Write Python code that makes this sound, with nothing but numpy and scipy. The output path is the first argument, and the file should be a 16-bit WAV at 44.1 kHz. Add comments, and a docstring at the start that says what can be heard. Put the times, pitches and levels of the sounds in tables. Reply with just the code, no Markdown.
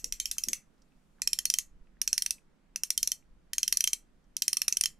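"""A fishing reel's spool, turned by hand close to a stereo microphone, clicks in six bursts: the drag's
spring pawl snaps from tooth to tooth, each snap a few milliseconds of chatter that rings the metal spool.
Snaps are decaying sines plus coloured noise, echoed by a quiet room of sparse reflections.
Light finger ticks are short noise puffs; dull knocks are low desk modes blurred by a noise scuff.
A low rumble and faint hiss, made of random short-time spectra, lie under it all."""
import sys
import numpy as np
from scipy import signal
from scipy.fft import rfft, irfft, next_fast_len
from scipy.io import wavfile
from scipy.ndimage import uniform_filter1d

SR = 44100
rng = np.random.default_rng(int(sys.argv[2]) if len(sys.argv) > 2 else 0)


def boost_factor(decibels):
    """Convert a level in decibels to a linear amplitude factor."""
    exponent = np.asarray(decibels, float) / 20
    return 10 ** exponent


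def wav_out(sig):
    """Save sig, one row per channel (or a flat mono array), as 16-bit PCM at SR to the path in sys.argv[1]."""
    wavfile.write(sys.argv[1], SR, np.round(np.clip(np.atleast_2d(sig).T, -1, 1) * 32767).astype(np.int16))


N = 220346

# pawl snaps: t/s, dry peak level/dB, nominal pawl f/Hz, bell and bright level/dB re pawl ring
SNAPS = [(0.0427, -15.5, 5820, -28.5, -30.5), (0.1233, -15.5, 5680, -21.5, -30.5),
         (0.1994, -15.5, 6245, -16, -19), (0.256, -13.5, 5630, -8.5, -9.5), (0.3126, -15, 5860, -24, -30.5),
         (0.382, -14, 6260, -19, -17.5), (0.4362, -15.5, 5620, -20, -16.5),
         (0.4848, -15, 6380, -30.5, -29.5), (0.5313, -13, 5950, -30, -8.5),
         (1.2184, -12.5, 5630, -38.5, -21), (1.274, -9, 5540, -22.5, -24.5), (1.331, -9, 5490, -18.5, -18),
         (1.3879, -9, 5540, -15.5, -21.5), (1.4539, -9, 5940, -19.5, -27), (1.5, -10, 5740, -21.5, -21.5),
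         (1.5387, -10, 5610, -14, -16.5), (1.5858, -9, 6380, -25, -19.5), (2.0153, -11.5, 5620, -33, -12),
         (2.0762, -10, 5750, -21, -21), (2.1292, -8.5, 5750, -35.5, -15), (2.1784, -10.5, 5620, -35, -22.5),
         (2.221, -11.5, 5620, -17, -14), (2.2615, -11, 5940, -21.5, -24), (2.3066, -10.5, 5940, -33, -28),
         (2.7593, -13.5, 5940, -35, -15.5), (2.8343, -9.5, 5530, -27, -6.5),
         (2.9035, -10, 5730, -44, -11.5), (2.9765, -9, 5810, -14.5, -17.5), (3.029, -9, 5850, -27.5, -21),
         (3.0737, -9.5, 5820, -32.5, -14.5), (3.1175, -11, 5860, -18.5, -30.5),
         (3.5328, -14.5, 5820, -16.5, -14.5), (3.5814, -11, 6380, -21, -26),
         (3.6305, -9.5, 5710, -19, -29.5), (3.678, -8.5, 5690, -16.5, -17.5),
         (3.7245, -8, 5780, -22.5, -11), (3.7705, -8.5, 5790, -29.5, -14.5),
         (3.806, -10.5, 5830, -15, -30.5), (3.8399, -9.5, 6000, -12.5, -31),
         (3.874, -10, 5680, -12.5, -32.5), (3.931, -9.5, 5890, -17, -22), (4.3665, -13, 5950, -26.5, -20),
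         (4.4207, -8.5, 5750, -19.5, -26), (4.4798, -8.5, 5740, -25.5, -4), (4.5296, -9.5, 5620, -24, -29),
         (4.569, -12.5, 5710, -19, -8), (4.6173, -10, 5610, -25, -16), (4.6803, -10, 5830, -42.5, -20),
         (4.7247, -10, 5950, -27, -35), (4.7693, -10, 5860, -14.5, -8.5), (4.81, -8.5, 5950, -39.5, -5),
         (4.8368, -10.5, 5600, -12.5, -23.5), (4.8572, -10, 5350, -13.5, -41)]
# one snap just before the start, still ringing: same columns
EARLIER_SNAP = (-.03, -18, 5800, -27, -19)
# low body ring, drifting as the spool turns in the hand: t/s, level/dB re pawl ring before its high-pass
BODY_LEVEL = [(.05, -18), (.3, -20), (.5, -13), (1.22, -12.5), (1.45, -16.5), (2.05, -17.5), (2.22, -9),
              (2.76, -9), (2.97, -21), (3.12, -17), (3.56, -11.5), (3.75, -16), (3.84, -12), (3.93, -18),
              (4.45, -19.5), (4.57, -9), (4.85, -12.5)]
# nominal spool and frame modes: f/Hz, relative level/dB, t60/s, left lag/rad
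BODY_MODES = [(590, -18.5, 0.009, .1), (1170, -13, 0.013, .2), (1640, -6.5, 0.011, 0.33),
              (1983, -1.5, .014, 0.93), (2350, -5.5, 0.022, 0.95), (2655, 2.5, 0.019, 0.28)]
# nominal bell-like modes: f/Hz, relative level/dB, t60/s, left lag/rad
BELL_MODES = [(3140, 0, 0.04, 0.64), (3070, -9.5, 0.025, 1)]
# nominal bright modes: f/Hz, relative level/dB, t60/s, left lag/rad
BRIGHT_MODES = [(9340, 3.5, 0.089, 0.1), (8860, -7, 0.027, .3), (9300, -15.5, .03, .3),
                (12100, -31.5, .012, .2)]
# nominal shell modes: f/Hz, relative level/dB, t60/s, left lag/rad
SHELL_MODES = [(3400, -25.5, .0045, 0.43), (4870, -16, 0.01, .3), (6000, -29.5, 0.085, 0.28),
               (6972, -12.5, 0.011, .5), (7440, -10, 0.0086, .5), (7930, -20, .011, 0.36),
               (10716, -14, 0.0055, .2), (11490, -11.5, 0.0071, .1), (12340, -13, 0.013, 1.5),
               (13000, -13, 0.0055, 1), (13800, -15, 0.0092, 2), (14260, -17.5, .005, 3.1)]
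# nominal long thin rings: f/Hz, relative level/dB, t60/s, left lag/rad
FINE_MODES = [(4120, -38, .09, .4), (4335, -34, .11, .4), (4365, -39, .08, .4), (6385, -23, .065, .4),
              (6475, -26, .05, .4), (6600, -30, .04, .4)]
# broad edge of a snap: f/Hz, relative level/(dB per Hz)
CRACK_COLOUR = [(880, -59), (1500, -26), (4850, -18), (5640, -5), (6760, -27), (8600, -17), (9310, -8.5),
                (12800, -22.5), (16500, -43)]
# crack noise between the microphone ports: f/Hz, left lag/rad
PORT_LAG = [(1700, 0.34), (6400, 0.62), (11500, 0.53), (12400, 1.4), (15000, 4.8)]
# stereo lean of the reel: f/Hz, left minus right level/dB
REEL_LEAN = [(60, 12.5), (180, -3), (550, -5), (1650, -1), (4970, -2.5), (15000, 1.5)]
# fingers ticking on the spool: t/s, dry peak level/dB, f/Hz
TICKS = [(0.367, -54, 1300), (0.78, -70, 5000), (0.819, -57, 5460), (.9194, -67, 2550),
         (1.184, -59.5, 1500), (1.195, -58, 1110), (1.869, -65.5, 2404), (1.968, -60.5, 1700),
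         (2.382, -54, 2530), (2.689, -77.5, 1800), (3.2245, -63.5, 2314), (3.4194, -82.5, 2030),
         (4.241, -68.5, 5800)]
# dull knocks through the desk: t/s, peak level/dB
KNOCKS = [(0.034, -50.5), (0.467, -44)]
# nominal desk modes: f/Hz, relative level/dB, t60/s
DESK_MODES = [(193, 4, .06), (235, -9.5, .12), (279, -4.5, 0.16), (374, 2.5, 0.036), (440, -6.5, 0.046),
              (510, 2.5, 0.044), (598, 0.5, 0.046), (670, -4, .04)]
# room decay: f/Hz, t60/s
ROOM_T60 = [(1000, 0.33), (3000, 0.15), (7000, 0.18), (13000, 0.14)]
# room colour: f/Hz, relative level/dB
ROOM_COLOUR = [(1000, -3.5), (3000, 1), (4300, 0.5), (5800, -6), (7800, 6), (9500, -4), (12000, 2),
               (14500, 6.5)]
# the reel comes nearer, the room recedes: t/s, relative level/dB
WETNESS = [(.3, 3.5), (1.2, -3), (4.6, -3.5)]
# room tone spectrum: f/Hz, relative level/(dB per Hz)
AIR_COLOUR = [(12, -28), (22, 1), (37, -8), (60, -23), (85, -21.5), (110, -36), (142, -16.5), (190, -16),
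              (370, -27.5), (780, -34), (1450, -35.5), (7300, -54), (12200, -63), (13000, -66.5),
              (16000, -72.5)]
# room tone: f/Hz, left-right likeness/1
AIR_SAME = [(30, 0.86), (80, 0.95), (200, 0.67), (600, .3), (2000, 0.35), (12000, 0.12)]
# room tone: f/Hz, left minus right level/dB
AIR_LEAN = [(60, -1), (180, -6.5), (550, -7.5), (1650, -1.5), (4970, 2.5), (15000, 1.5)]
# air moving at the microphone, strongest near 0.1 s: t/s, gain of the lowest bins/dB
RUMBLE = [(0, 2.5), (.11, 13.5), (.35, 2.5), (0.749, -7.5), (1.7, 3.5), (2.7, -7), (3.501, 1), (4.6, -6.5),
          (5, 2.5)]
# treble hiss, strongest near 1.2 s: t/s, gain of the treble/dB
HISS = [(0, 6), (.9, 13), (1.2, 14.5), (1.699, 7), (2.7, 7), (5, 10)]

PAWL_T60_S, CHATTER_S = 0.022, 0.0026
SEATED_T60_S, SEATED_FLOOR_DB = 0.008, -18
MODE_SPREAD_DB, FINE_SPREAD_DB = 3, 6.5  # long thin rings depend most on where the blow lands
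BASS_CUT_HZ, BODY_CUT_HZ = 1804, 560  # the small spring radiates little bass, the frame a little more
SCUFF_T60_S = 0.22
ROOM_DB = -11.5
LEAD_S = 0.05  # run-in, trimmed off
AIR_RMS_DB = -61  # of the channel mean, before rumble and hiss gains
LUMPS_DB = 2  # standard deviation of the rumble gain
EDGE_HZ, EDGE_WIDTH_HZ = 15800, 1800


def read(points, hz):
    """Straight lines between points on a log-frequency axis."""
    f, value = np.transpose(points)
    return np.interp(np.log(hz + 1), np.log(f + 1), value)


def over_time(points, s):
    """Straight lines between points in time."""
    return np.interp(s, *np.transpose(points))


def add(mix, s, sound):
    """Adds a two-channel sound at time s."""
    part = mix[:, round(s * SR):][:, :sound.shape[1]]
    part += sound[:, :part.shape[1]]


def peaked(x):
    """Scales the highest swing to 1."""
    return x / (abs(x).max() + 1e-12)


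def coloured(x, points_db):
    """Gives each channel a smooth spectral colour."""
    hz = np.fft.rfftfreq(x.shape[1], 1 / SR)
    return irfft(rfft(x) * boost_factor(points_db(hz)), x.shape[1])


def above(x, hz):
    """Steep causal high-pass."""
    return signal.sosfilt(signal.butter(4, hz, "high", fs=SR, output="sos"), x)


def ring(modes, chance, spread_db, length_s=0.18, drift_s=0.00033):
    """Dying sines; each blow lands elsewhere: levels and phases differ, pitch varies most when damped."""
    t = np.arange(round(length_s * SR)) / SR
    out = 0
    for (hz, db, t60, lag), (size, turn, drift) in zip(modes, chance):
        blow_hz = hz * (1 + drift_s / t60 * (2 * drift - 1))
        phase = 2 * np.pi * (blow_hz * t + turn) - np.array([[lag], [0]])
        level_db = db + spread_db * (2 * size - 1.5)
        out = out + boost_factor(level_db - 60 * t / t60) * np.sin(phase)
    return out


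def chatter_blows(hops):
    """The first blow, then weaker rebounds of random time, size and sign."""
    blows = np.zeros((1, round(CHATTER_S * SR) + 2))
    blows[0, (hops[:, 0] * CHATTER_S * SR).astype(int) + 1] = 0.22 * (2 * hops[:, 1] - 1)
    blows[0, 0] = 1
    return blows


def crack(n):
    """Noisy edge of a snap: coloured noise, mostly common to both ports, left channel lagging."""
    noise = rng.standard_normal((3, n))
    grit = coloured(noise[2] + 0.5 * noise[:2], lambda hz: read(CRACK_COLOUR, hz))
    lag = read(PORT_LAG, np.fft.rfftfreq(n, 1 / SR))
    grit[0] = irfft(rfft(grit[0]) * np.exp(-1j * lag), n)
    return grit * boost_factor(-60 * np.arange(n) / SR / 0.1)


def snap(db, pawl_hz, body_db, bell_db, bright_db):
    """The spring strikes the next tooth, rebounds a few times, then seats and damps its own ring."""
    chance = rng.random((6, len(SHELL_MODES), 3))
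    hops = rng.random((6, 2))
    blows = chatter_blows(hops)

    def struck(modes, draws, spread_db=MODE_SPREAD_DB):
        """Modes rung by every blow of the chatter."""
        return signal.fftconvolve(ring(modes, draws, spread_db), blows, axes=1)

    body = struck(BODY_MODES, chance[0])
    bell = struck(BELL_MODES, chance[1])
    bright = struck(BRIGHT_MODES, chance[2])
    shell = struck(SHELL_MODES, chance[3])
    fine = struck(FINE_MODES, chance[4], FINE_SPREAD_DB)
    pawl = struck([(pawl_hz, 0, PAWL_T60_S, 0.25)], chance[5])
    t = np.arange(pawl.shape[1]) / SR
    grit = crack(len(t))

    seat_s = CHATTER_S * (0.34 + 1.2 * hops[0, 1])
    seated = np.maximum(boost_factor(-60 * np.maximum(t - seat_s, 0) / SEATED_T60_S), boost_factor(SEATED_FLOOR_DB))
    late = np.minimum(t / 0.0012, 1)  # treble builds up as the chatter spreads through the spool
    contact = np.minimum(t / 0.0008, 1) ** 2  # contact takes a few cycles
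    treble = boost_factor(bright_db) * peaked(bright) + boost_factor(1.5) * peaked(grit)
    spring = seated * (peaked(pawl) + late * treble)
    spool = boost_factor(bell_db) * peaked(bell) + boost_factor(4.0) * late * (shell + fine)
    frame = above(boost_factor(body_db) * peaked(body) * contact, BODY_CUT_HZ)
    return boost_factor(db) * peaked(above((spring + spool) * contact, BASS_CUT_HZ) + frame)


def tick(db, hz):
    """A soft fingertip tap: a short noise puff gathered round one pitch."""
    t = np.arange(1500) / SR
    noise = rng.standard_normal((2, len(t)))
    # 24 dB per octave away from the pitch
    puff = coloured(noise, lambda f: -24 * np.minimum(abs(np.log2((f + 1) / hz)), 1.6))
    envelope = boost_factor(-60 * t / 0.035) * np.minimum(t / 0.001, 1)
    return boost_factor(db) * peaked((puff.sum(0) + 0.5 * puff) * envelope)


def knock(db):
    """Something soft bumps the desk and scuffs it for a moment; the low modes blur together."""
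    modes = [(*mode, 0.2) for mode in DESK_MODES]  # left lag/rad appended
    thud = ring(modes, rng.random((len(modes), 3)), 0.94, length_s=0.25)
    thud *= np.minimum(np.arange(thud.shape[1]) / SR / 0.0032, 1) ** 2  # padded contact
    scuff = rng.standard_normal((2, 6000)) * boost_factor(-60 * np.arange(6000) / SR / SCUFF_T60_S)
    return boost_factor(db) * peaked(signal.fftconvolve(thud, scuff[0] + 0.5 * scuff, axes=1))


def room_tail():
    """Sparse reflections of random sign, each band dying at its own speed."""
    size = SR // 3
    taps = np.zeros((2, size))
    at = np.arange(120, size - 20, 20)
    at = at + rng.integers(0, 20, (2, len(at)))
    np.put_along_axis(taps, at, rng.choice([-1., 1.], at.shape), 1)
    hz, t, z = signal.stft(taps + 0.5 * taps[::-1], SR, nperseg=128)
    decay = boost_factor(-60 * t / read(ROOM_T60, hz)[:, None])
    tail = signal.istft(z * decay, SR, nperseg=128)[1]
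    return tail / np.linalg.norm(tail[0])


def room(x):
    """Reflections of the reel and fingers; three random tails take turns."""
    t = np.arange(x.shape[1]) / SR
    wet = boost_factor(over_time(WETNESS, t - LEAD_S))
    out = np.zeros_like(x)
    for k in range(3):
        share = wet * np.sqrt(2 / 3) * np.cos(2 * np.pi * (7 * t + k / 3))
        out += signal.fftconvolve((x.mean(0) * share)[None], room_tail(), axes=1)[:, :len(t)]
    return boost_factor(ROOM_DB) * coloured(out, lambda hz: read(ROOM_COLOUR, hz))


def air():
    """Room tone: random short-time spectra with soft patches; bass and treble gains move in time."""
    frames, hz = N // 512 + 5, np.fft.rfftfreq(2048, 1 / SR)
    t = np.arange(frames) * 512 / SR
    a, b, c, d, patches = rng.standard_normal((frames, 1025, 5)).T
    patches = uniform_filter1d(uniform_filter1d(patches, size=20, axis=0), size=6, axis=1)
    same = np.clip(read(AIR_SAME, hz), -1, 1)[:, None]
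    left = a + 1j * b
    right = same * left + np.sqrt(1 - same ** 2) * (c + 1j * d)
    z = np.array([left, right])
    z *= boost_factor(read(AIR_COLOUR, hz)[:, None] + 0.74 * patches / patches.std())
    z *= boost_factor(np.outer([0.5, -0.5], read(AIR_LEAN, hz)))[:, :, None]
    scale = boost_factor(AIR_RMS_DB) / signal.istft(z, nperseg=2048, noverlap=1536)[1].mean(0).std()

    lumps = np.sqrt(6) * uniform_filter1d(rng.standard_normal(frames), size=6)
    rumble_db = over_time(RUMBLE, t) + LUMPS_DB * lumps
    z *= boost_factor(np.outer(1 / (1 + (hz / 75) ** 4), rumble_db))
    z *= boost_factor(np.outer(1 / (1 + (6500 / (hz + 1)) ** 3), over_time(HISS, t)))
    return scale * signal.istft(z, nperseg=2048, noverlap=1536)[1][:, :N]


def scene():
    """Reel and fingers near the microphone, their reflections, desk knocks and room tone."""
    lead = round(LEAD_S * SR)
    reel = np.zeros((2, next_fast_len(N + lead)))
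    for s, db, pawl_hz, bell_db, bright_db in [EARLIER_SNAP, *SNAPS]:
        body_db = over_time(BODY_LEVEL, s)
        add(reel, s + LEAD_S, snap(db, pawl_hz, body_db, bell_db, bright_db))
    for s, db, hz in TICKS:
        add(reel, s + LEAD_S, tick(db, hz))
    reel = coloured(reel, lambda hz: np.outer([0.5, -0.5], read(REEL_LEAN, hz)))
    desk = np.zeros((2, N))
    for s, db in KNOCKS:
        add(desk, s, knock(db))
    return (reel + room(reel))[:, lead:lead + N] + desk + air()


def band_limit(x):
    """A steep low-pass at the top of the band."""
    return signal.sosfilt(signal.butter(12, 16810, fs=SR, output="sos"), x)


def record(dry):
    """The treble rolls off towards the band limit."""
    start = dry[:, :1]
    padded = np.pad(dry, ((0, 0), (0, next_fast_len(N + 999) - N)), "edge")
    rolled = coloured(padded - start,
                      lambda hz: -20 * np.clip((hz - EDGE_HZ) / EDGE_WIDTH_HZ + 0.5, 0, 3) ** 2)
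    mix = rolled[:, :N] + start
    return band_limit(mix)


dry = scene()
out = record(dry)
wav_out(out)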